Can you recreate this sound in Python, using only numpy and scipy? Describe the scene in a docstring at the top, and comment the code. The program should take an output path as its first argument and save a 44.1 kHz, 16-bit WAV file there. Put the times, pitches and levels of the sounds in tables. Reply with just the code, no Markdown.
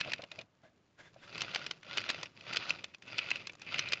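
"""A model car's drivetrain turns in short spurts, close by in a small, quiet room.
It opens with a brief rasp of gear teeth; damaged teeth catch and snap over, ringing the chassis.
The gears rest for most of a second while the car is handled, with soft bumps and squeaky scuffs.
From about 1.3 s spurt follows spurt to the end: the frame rumbles with the gears, the loose
shafts tick, and the teeth keep snapping, mostly in pairs."""
import sys
import numpy as np
from scipy import signal
from scipy.fft import rfft, irfft, next_fast_len
from scipy.io import wavfile
from scipy.ndimage import uniform_filter1d, map_coordinates

SR = 44100
rng = np.random.default_rng(int(sys.argv[2]) if len(sys.argv) > 2 else 0)


def to_wav(s):
    """Save 16-bit WAV."""
    ch = np.atleast_2d(s).T  # columns
    pcm = np.round(np.clip(ch, -1, 1) * 32767)  # PCM
    wavfile.write(sys.argv[1], SR, pcm.astype(np.int16))


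N = 176400
TIME = np.arange(N) / SR
FULL_GRIND_DB, GEAR_ROOM_DB, CONTACT_SCATTER_DB = -36.5, -6.5, 5.5
RING_DRIFT = .012  # how far the ring's pitch strays, as a fraction

# How hard the gears grind. Each row: time in seconds, level in dB.
GRIND = [(0, -48), (.11, -45.5), (.17, -52.5), (.27, -70), (.36, -59), (.42, -57.5), (.47, -99), (.96, -86),
         (1.16, -72.5), (1.28, -57.5), (1.35, -47), (1.62, -47), (1.7, -55.5), (1.75, -63), (1.81, -70.5),
         (1.9, -45.5), (2.15, -46), (2.24, -51.5), (2.33, -73.5), (2.37, -58.5), (2.42, -61), (2.5, -43),
         (2.68, -45), (2.77, -51.5), (2.88, -61), (2.99, -82), (3.08, -50.5), (3.2, -44.5), (3.38, -47.5),
         (3.57, -71), (3.68, -47), (3.76, -40), (3.88, -43.5), (3.99, -50)]
# The main chassis mode's ring against the rest. Each row: time in seconds, boost in dB.
MAIN_RING = [(0, 4), (.5, 0), (1.5, -2.5), (2.1, -3.5), (2.6, -1), (3.3, 3.5), (4, 5)]
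# The tone of rubbing teeth, also under the squeak. Each row: frequency in Hz, gain in dB.
RASP_COLOUR = [(100, -7.5), (1000, 2.5), (2000, -2.5), (5200, -7.5), (6300, -14), (7200, -17.5),
               (7800, -45)]


def amp(db):
    """Decibels to gain."""
    return 10 ** (np.asarray(db) / 20)


def unit(x):
    """Scale to rms 1."""
    return x / np.sqrt(np.mean(np.abs(x) ** 2) + 1e-20)


def eq_gain(colour, hz):
    """Gain of an EQ curve drawn through (Hz, dB) points on a log axis."""
    points_hz, db = np.transpose(colour)
    return amp(np.interp(np.log(hz + 1), np.log(points_hz + 1), db))


def curve(rows):
    """An automation line through (seconds, value) points."""
    return np.interp(TIME, *np.transpose(rows))


def wobble(rate):
    """A smooth random curve with rate knots a second."""
    return map_coordinates(rng.standard_normal(1000), [TIME * rate], mode="wrap")


def swell(start, t60, rise_s=.0013):
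    """An envelope that rises quickly and falls 60 dB in t60 seconds."""
    t = np.maximum(TIME - start, 0)
    return (1 - np.exp(-t / rise_s)) * np.exp(-np.log(1000) * t / t60)


def filtered(x, gain):
    """x through the minimum-phase filter that has this gain over frequency."""
    size = 2 * next_fast_len(len(x) // 2 + 2048)
    magnitude = np.maximum(gain(np.fft.rfftfreq(size, 1 / SR)), 1e-6)
    cepstrum = irfft(np.log(magnitude), size)
    cepstrum[1:size // 2] *= 2
    cepstrum[size // 2 + 1:] = 0
    return irfft(rfft(x, size) * np.exp(rfft(cepstrum)), size)[:len(x)]


def coloured(x, colour):
    """x through a broad EQ curve."""
    return filtered(x, lambda hz: eq_gain(colour, hz))


def noise(colour):
    """Coloured noise of rms 1."""
    return unit(coloured(rng.standard_normal(N), colour))


def bent(x, speed):
    """x with its pitch bent by a speed curve."""
    return map_coordinates(x, [np.cumsum(speed)], mode="mirror")


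def add(track, x, start):
    """Mix x into the track from start, in seconds."""
    i = round(start * SR)
    x = x[max(-i, 0):max(N - i, 0)]
    track[max(i, 0):][:len(x)] += x


def contacts(per_s, jitter):
    """A train of tiny impacts, uneven in time and strength."""
    timing, strength = rng.standard_normal((6000, 2)).T
    at = np.round((np.arange(len(timing)) + jitter * timing) * SR / per_s).astype(int)
    inside = (at >= 0) & (at < N)
    return np.bincount(at[inside], amp(CONTACT_SCATTER_DB * np.clip(strength[inside], -2, 2)), N)


def resonance(hz, centre, width):
    """Power gain of one mode."""
    return (hz * width) ** 2 / ((centre * centre - hz * hz) ** 2 + (hz * width) ** 2)


def chassis_modes(main_db):
    """The pitches the chassis rings at, with the strongest raised by main_db."""
    # Each row: frequency in Hz, width in Hz, relative level in dB.
    modes = [(620, 260, -14), (1440, 190, -10), (1980, 200, -11.5), (2550, 220, 0), (2950, 400, -6),
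             (3500, 260, -8.5), (4170, 220, -6), (4740, 340, -8), (6040, 200, -13)]
    strongest = max(db for _, _, db in modes)
    return [(hz, width, db + main_db * (db == strongest)) for hz, width, db in modes]


def chassis_gain(hz, main_db, ring_db=9.5):
    """Gain from tooth to air: the direct contact plus the chassis modes."""
    return np.sqrt(1 + sum(amp(db + ring_db) ** 2 * resonance(hz, centre, width)
                           for centre, width, db in chassis_modes(main_db)))


def room(x, wet_db, t60=.039):
    """x with the short reverb of a small room."""
    t = TIME[TIME < t60]
    tail = rng.standard_normal(N)[:len(t)] * np.exp(-np.log(1000) * t / t60)
    return x + amp(wet_db) * signal.fftconvolve(x, tail / np.linalg.norm(tail))[:len(x)]


def air():
    """The room's quiet air: a steady, dark bed of noise."""
    # Room tone. Each row: frequency in Hz, gain in dB.
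    air_colour = [(25, -28), (90, -1), (200, -9), (2500, -19.5), (7000, -34.5), (8500, -47)]
    return amp(-75.5) * noise(air_colour)


def scuffs():
    """Something rubs on the body: a hiss, and a hoarse squeak that rises through each stroke."""
    # Rubbing strokes. Each row: centre in seconds, half length in seconds, relative level in dB.
    strokes = [(0.657, .03, -69), (1.002, .017, -57.5), (1.055, 0.039, -62), (1.241, 0.023, -58)]
    # The squeak's resonances. Each row: frequency in Hz, relative level in dB.
    peaks = [(1600, 5), (2050, 3.5), (3450, 2.5)]
    # The tone of the hiss. Each row: frequency in Hz, gain in dB.
    rub_colour = [(2500, 1.5), (7300, -10), (8300, -34)]
    squeak_gain = lambda hz: np.sqrt(sum(amp(db) ** 2 * resonance(hz, centre, width=110)
                                         for centre, db in peaks))
    squeak = unit(filtered(noise(RASP_COLOUR), squeak_gain))
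    hiss = amp(-2) * noise(rub_colour)
    out = np.zeros(N)
    for centre, half, db in strokes:
        travel = (TIME - centre) / half
        glide = 1 + .04 * np.tanh(travel)
        out += amp(db) * np.exp(-travel ** 2) * (bent(squeak, glide) + hiss)
    return out


def bumps():
    """Dull, hollow bumps as the car is handled."""
    # Each row: start in seconds, level in dB, time to fall 60 dB in seconds.
    knocks = [(0.059, -42, 0.11), (0.077, -40, 0.079), (0.191, -42.5, 0.088), (0.231, -43, 0.081),
              (0.318, -60.5, 0.49), (0.383, -49.5, .15), (0.634, -58, 0.22), (.995, -58.5, 0.18),
              (1.161, -52, 0.058)]
    # The hollow tone of the body. Each row: frequency in Hz, gain in dB.
    bump_colour = [(60, -23), (120, -1.5), (450, -5.5), (620, 6.5), (900, -10), (1600, -10.5), (8000, -50)]
    power = sum((amp(db) * swell(start, t60)) ** 2 for start, db, t60 in knocks)
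    return np.sqrt(power) * noise(bump_colour)


def shafts():
    """The frame shakes and loose shafts rustle, more as the grind grows; slack gears tick lightly."""
    # The tone of the shaking frame. Each row: frequency in Hz, gain in dB.
    rumble_colour = [(25, -26), (70, -13), (105, 5.5), (230, -2), (400, -4), (3000, -49)]
    # The tone of rustle and ticks. Each row: frequency in Hz, gain in dB.
    tick_colour = [(1000, 5), (7200, -2.5), (8200, -41)]
    # Dry ticks of the slack gears. Each row: start in seconds, level in dB.
    slack_ticks = [(1.142, -50), (2.983, -56), (3.521, -48), (3.533, -42.5), (3.552, -42.5), (3.596, -45)]
    effort_db = curve(GRIND) - FULL_GRIND_DB
    shake = noise(rumble_colour) * amp(-58.5 + .32 * effort_db + 2.5 * wobble(20))
    shaft_play = coloured(contacts(per_s=80, jitter=.5), tick_colour)
    rustle = noise(tick_colour) + unit(room(shaft_play, GEAR_ROOM_DB))
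    ticks = sum(amp(db) * swell(start, t60=.016) for start, db in slack_ticks) * noise(tick_colour)
    return shake + rustle * amp(-72 + .22 * effort_db) + ticks


def frame(width_hz=40, wander_db=4):
    """The grinding sets the frame's low modes groaning in short swells."""
    # Each row: frequency in Hz, level at full grind in dB.
    low_modes = [(145, -59.5), (565, -61)]
    effort = amp(.61 * (curve(GRIND) - FULL_GRIND_DB))
    out = np.zeros(N)
    for hz, db in low_modes:
        groan = signal.lfilter(*signal.iirpeak(hz, hz / width_hz, SR), rng.standard_normal(N))
        out += unit(groan) * amp(db + wander_db * wobble(25))
    return effort * out


def rasp(tooth_decay_s=.003, slide_db=3, grit_db=2.5, wander_db=3):
    """Teeth rub and chatter in the mesh; as the contact point moves, each mode swells and fades."""
    teeth = contacts(per_s=170, jitter=.25)
    pulses = signal.lfilter([1], [1, -np.exp(-1 / (tooth_decay_s * SR))], teeth)
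    pressure = unit(pulses) + amp(slide_db)
    grit = amp(grit_db) * unit(contacts(per_s=450, jitter=.46))  # hard contacts of the loose gears

    def friction():
        """Fresh rubbing noise and grit, pulsing with the tooth pressure."""
        roughness = rng.standard_normal(N) + grit * np.sign(rng.standard_normal(N))
        return room(pressure * roughness, GEAR_ROOM_DB)

    grind_db = curve(GRIND)
    ring_db = 22 + .41 * (grind_db - FULL_GRIND_DB)  # harder grinding rings more
    rings = np.zeros(N)
    for hz, width, db in chassis_modes(curve(MAIN_RING)):
        ring = signal.lfilter(*signal.iirpeak(hz, hz / width, SR), friction())
        rings += ring * amp(ring_db + db + wander_db * wobble(60))
    mesh = coloured(friction() + rings, RASP_COLOUR)
    mesh = bent(mesh, 1 + RING_DRIFT * wobble(60))
    running_rms = np.sqrt(uniform_filter1d(mesh ** 2, size=3000))
    return mesh / running_rms * amp(grind_db)


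def snaps(pair_gap_s=.012, catch_rise_s=.0018, snap_rise_s=.0011, decay_s=.0021, tilt_hz=3500):
    """A tooth scrapes over the edge and strikes the next: a brief crackle that rings the chassis."""
    # Teeth snapping over. Each row: time in seconds, relative level in dB, treble shelf in dB.
    hits = [(.0057, -34, 0.5), (0.0122, -26, -5), (0.1202, -31.5, -6), (0.1355, -27, -3.5), (0.221, -45, 0),
            (0.2391, -41, -6), (0.3173, -39.5, -1.5), (0.39, -39.5, -3.5), (0.4138, -46, -1),
            (1.3806, -36, -1.5), (1.409, -31, -2), (1.419, -27.5, -3), (1.5487, -28, -2.5), (1.56, -27, -5),
            (1.6656, -31.5, -5.5), (1.7117, -31.5, 0), (1.8322, -48.5, -3.5), (1.9745, -27.5, -1.5),
            (1.9823, -26.5, -3.5), (2.016, -38, -7), (2.0929, -27, -7.5), (2.1019, -24, -1),
            (2.1123, -37.5, 1), (2.2317, -34, 1), (2.2584, -41.5, -8.5), (2.4098, -45.5, -6.5),
            (2.5322, -33.5, -6), (2.536, -37.5, 6), (2.562, -30, 2), (2.5704, -25, -1),
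            (2.6959, -30.5, 1.5), (2.7062, -22.5, -4), (2.843, -35, -0.5), (2.9404, -50, -9),
            (2.947, -44.5, -4), (3.024, -47, -3), (3.184, -28.5, 1), (3.19, -24, -8.5),
            (3.2627, -41.5, -26), (3.306, -31, 1), (3.3149, -22.5, -6), (3.3582, -33, -4),
            (3.472, -35, 3.5), (3.4971, -37, -8), (3.6192, -40.5, 0), (3.7441, -26.5, -7),
            (3.7844, -32.5, -2.5), (3.7931, -25, 4.5), (3.888, -39, 7), (3.9234, -27, -1),
            (3.934, -22, -2.5)]
    # The tone of a snap. Each row: frequency in Hz, gain in dB.
    snap_colour = [(100, -17), (400, -7.5), (800, -7.5), (2000, -3), (5200, -3), (7400, -15.5),
                   (8000, -29.5), (9000, -43)]
    lead_s, blow_s = .005, .005
    t = np.arange(SR // 5) / SR - lead_s
    gaps = np.diff([hit[0] for hit in hits], append=np.inf)
    out = np.zeros(N)
    for (at, db, bright_db), gap in zip(hits, gaps):
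        rise = catch_rise_s if gap < pair_gap_s else snap_rise_s  # a pair's first snap scrapes in slower
        crackle = np.exp(np.minimum(t / rise, -t / decay_s)) * np.sign(rng.standard_normal(len(t)))
        main_db = np.interp(at, *np.transpose(MAIN_RING)) - bright_db  # dull snaps favour the main mode
        detune = 1 + RING_DRIFT * rng.standard_normal()
        shelf = lambda hz: amp(bright_db / (1 + (tilt_hz / (hz + 1)) ** 6))
        tone = lambda hz: shelf(hz) * eq_gain(snap_colour, hz) * chassis_gain(hz * detune, main_db)
        snap = filtered(crackle, tone)
        snap *= np.sqrt(blow_s * SR) / np.linalg.norm(snap)  # the energy of blow_s at rms 1
        add(out, amp(db - 2.5) * room(snap, wet_db=-8.5), at - lead_s)
    return out


def scene():
    """Gears and handling over the quiet air of the room, in mono."""
    return (snaps() + rasp() + frame() + shafts() + bumps() + scuffs() + air())[None]


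def record(dry, top_hz=9060):
    """A brick-wall low-pass takes off the top of the treble."""
    size = next_fast_len(N + SR // 2)
    passband = np.fft.rfftfreq(size, 1 / SR) < top_hz
    return irfft(rfft(dry, size) * passband, size)[..., :N]


dry = scene()
out = record(dry)
to_wav(out)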